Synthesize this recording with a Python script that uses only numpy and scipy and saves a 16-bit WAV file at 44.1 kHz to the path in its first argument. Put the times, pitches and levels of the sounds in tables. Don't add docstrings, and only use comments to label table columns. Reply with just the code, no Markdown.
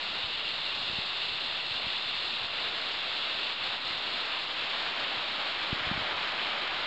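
import sys
import numpy as np
from scipy import signal
from scipy.fft import rfft, irfft, next_fast_len
from scipy.io import wavfile

SR = 44100
rng = np.random.default_rng(int(sys.argv[2]) if len(sys.argv) > 2 else 0)


def boost(x):
    u = np.asarray(x, float) / 20
    return 10 ** u


def bounce(signal):
    frames = np.transpose(np.atleast_2d(signal))
    limited = np.clip(frames, -1, 1)
    pcm = np.round(limited * 32767).astype(np.int16)
    wavfile.write(sys.argv[1], SR, pcm)


N = 302526

# (time [s], level [dB])
WATER_LEVEL = [(0.0, -33.5), (1.78, -33), (2.06, -33.5), (2.62, -32.5), (2.9, -33), (3.9, -32.5),
               (4.39, -33), (5.44, -32.5), (6.86, -32.5)]
# (time [s], blend [no
FULL_SHARE = [(0.0, 0.12), (1.0, -0.16), (2.3, 0.0055), (2.88, 0.43), (3.25, 0.12), (3.55, 0.27),
              (4.65, 0.42), (4.9, 0.85), (5.3, 0.63), (6.1, 1.32), (6.86, 1.06)]
# (frequency [Hz], density [dB per Hz])
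POOL_COLOUR = [(60, -23), (200, -17.5), (320, -14.5), (480, -13.5), (600, -10.5), (1300, -8), (1550, -9.5),
               (2250, -8), (2500, -6.5), (2750, 0), (3100, -5), (3550, 0), (3850, -2.5), (4150, -2.5),
               (4600, -1)]
# (frequency [Hz], density [dB per Hz])
CLIFF_COLOUR = [(60, -22), (180, -15.5), (320, -10), (480, -10.5), (600, -5.5), (1000, -4.5), (1350, -3),
                (1600, -4), (2000, -4.5), (2400, -3), (2750, -3), (3100, -2), (3600, -3), (4150, -5.5),
                (5300, 0.5)]
# (frequency [Hz], gain [dB])
MIC_TREBLE = [(4150, 1.5), (4500, -6), (5000, -15.5), (5500, -26), (5850, -33), (6000, -41), (6200, -72)]
# (time [s], level [dB])
WIND_LEVEL = [(0.0, -59), (0.4, -59.5), (0.6, -63), (0.92, -57.5), (1.11, -68), (1.85, -61), (2.5, -64.5),
              (2.92, -66.5), (3.9, -62), (4.4, -67.5), (5.72, -63.5), (5.84, -52), (6.0, -50.5), (6.1, -61),
              (6.59, -64), (6.86, -60)]
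# (time [s], peak of the outline [dB], pitch at that time [Hz], length [ms])
BUFFET_LIST = [(0.242, -42, 122.0, 7.8), (0.901, -38, 108.0, 5.8), (0.933, -38, 163.0, 5.2),
               (0.988, -31, 180.0, 4.6), (1.716, -41.5, 113.0, 6.7), (1.846, -39, 136.0, 3.8),
               (1.869, -34.5, 146.0, 5.4), (3.909, -38, 167.0, 4.4), (5.73, -20.5, 175.0, 4.5),
               (5.811, -42, 132.0, 9.2), (5.872, -34.5, 108.0, 9.2), (5.915, -24.5, 209.0, 5.8),
               (5.958, -38.0, 141.0, 7.3), (5.978, -28, 170.0, 4.5), (6.016, -42, 107.0, 12)]
# (frequency [Hz], gain [dB])
MIRROR_GAIN = [(5800, -52), (6000, -0.5), (6300, -3.5), (7000, -14), (7700, -27.5), (8100, -38.5),
               (8350, -49.5), (8500, -81.5)]
# (time of the lowest point [s], depth [dB])
DIPS = [(0.29, 0), (2.48, 2.5), (3.551, 3.5), (3.78, 3), (3.97, 1.5), (4.25, 0.1), (5.79, -0.1)]

DIP_FALL_S, DIP_RETURN_S = 0.02, 0.058
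CONVERTER_HZ = 12000
BIAS = -0.00156


def in_time(rows):
    s, *columns = np.transpose(rows)
    return [np.interp(np.arange(N) / SR, s, column) for column in columns]


def rms_one(x):
    return x / np.sqrt(np.mean(x ** 2) + 1e-20)


def coloured(x, spectrum):
    size = next_fast_len(N)
    log_hz = np.log(np.arange(1, size // 2 + 2) * SR / size)
    table_hz, table_db = np.transpose(spectrum)
    gain = boost(np.interp(log_hz, np.log(table_hz), table_db))
    return irfft(rfft(x, size) * gain, size)[:N]


def drift(rate_hz):
    r = np.exp(-2 * np.pi * rate_hz * 40 / SR)
    noise = rng.standard_normal(N // 40 + 2002)
    slow = signal.lfilter([1], [1, -2 * r, r * r], noise)[2000:]
    return np.interp(np.arange(N) / 40, np.arange(len(slow)), rms_one(slow))


def countless_drops(together_db, neighbours_db, own_db):
    size = next_fast_len(N)
    half_octaves = 2 * np.log2(np.arange(1, size // 2 + 2) * SR / size / 60)
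    white = rfft(rng.standard_normal(size))
    together = drift(11.0)
    shared = drift(5.0)
    out = np.zeros(N)
    for k in range(16):
        window = np.clip(1 - np.abs(np.clip(half_octaves, 0, 15) - k), 0, 1)
        following = drift(3.9)
        neighbours = (1 - k / 20.0) * (shared + following)
        swell_db = together_db * together + neighbours_db * neighbours + own_db * drift(20.0)
        out += boost(swell_db) * irfft(white * window, size)[:N]
        shared = following
    return out


def dips_db():
    t = np.arange(N) / SR
    out = np.zeros(N)
    for s, depth_db in DIPS:
        time_scale = np.where(t < s, DIP_FALL_S, DIP_RETURN_S)
        out -= depth_db * np.exp(-((t - s) / time_scale) ** 2)
    return out


def waterfall():
    drops = countless_drops(together_db=0.36, neighbours_db=0.55, own_db=0.61)
    down = rms_one(coloured(coloured(drops, POOL_COLOUR), MIC_TREBLE))
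    up = rms_one(coloured(coloured(drops, CLIFF_COLOUR), MIC_TREBLE))
    share, = in_time(FULL_SHARE)
    level_db, = in_time(WATER_LEVEL)
    return boost(level_db + dips_db()) * ((1 - share) * down + share * up)


def buffets(phase=0.3, sag=0.33, front=0.61, back=1.4):
    out = np.zeros(N)
    t = np.arange(N) / SR
    for s, peak_db, hz, length_ms in BUFFET_LIST:
        near = slice(max(round((s - 0.04) * SR), 0), round((s + 0.04) * SR))
        u = t[near] - s
        spread = length_ms / 2355
        fall = sag / max(hz * length_ms / 1000, 0.75) ** 3.4
        bend = 1 - fall * np.tanh(u / spread / 2)
        swing = np.cos(2 * np.pi * hz * u * bend + phase)
        skewed = spread * np.where(u < 0, front, back)
        out[near] += boost(peak_db) * np.exp(-u ** 2 / (2 * skewed ** 2)) * swing
    return out


def wind(low_hz=45, high_hz=170, lumpy_db=3.5):
    band = signal.butter(2, [low_hz, high_hz], "band", fs=SR, output="sos")
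    lumpy_noise = rng.standard_normal(N) * boost(lumpy_db * drift(15.0))
    eddies = signal.sosfilt(band, lumpy_noise)
    level_db, = in_time(WIND_LEVEL)
    return boost(level_db) * rms_one(eddies)


def scene():
    return (waterfall() + buffets() + wind())[None]


def band_limit(x):
    return signal.sosfilt(signal.butter(12, 9060, fs=SR, output="sos"), x)


def record(dry):
    t = np.arange(N) / SR
    mirrored = 2 * dry[0] * np.cos(2 * np.pi * CONVERTER_HZ * t)
    mix = dry + coloured(mirrored, MIRROR_GAIN) + BIAS
    return band_limit(mix)


dry = scene()
out = record(dry)
bounce(out)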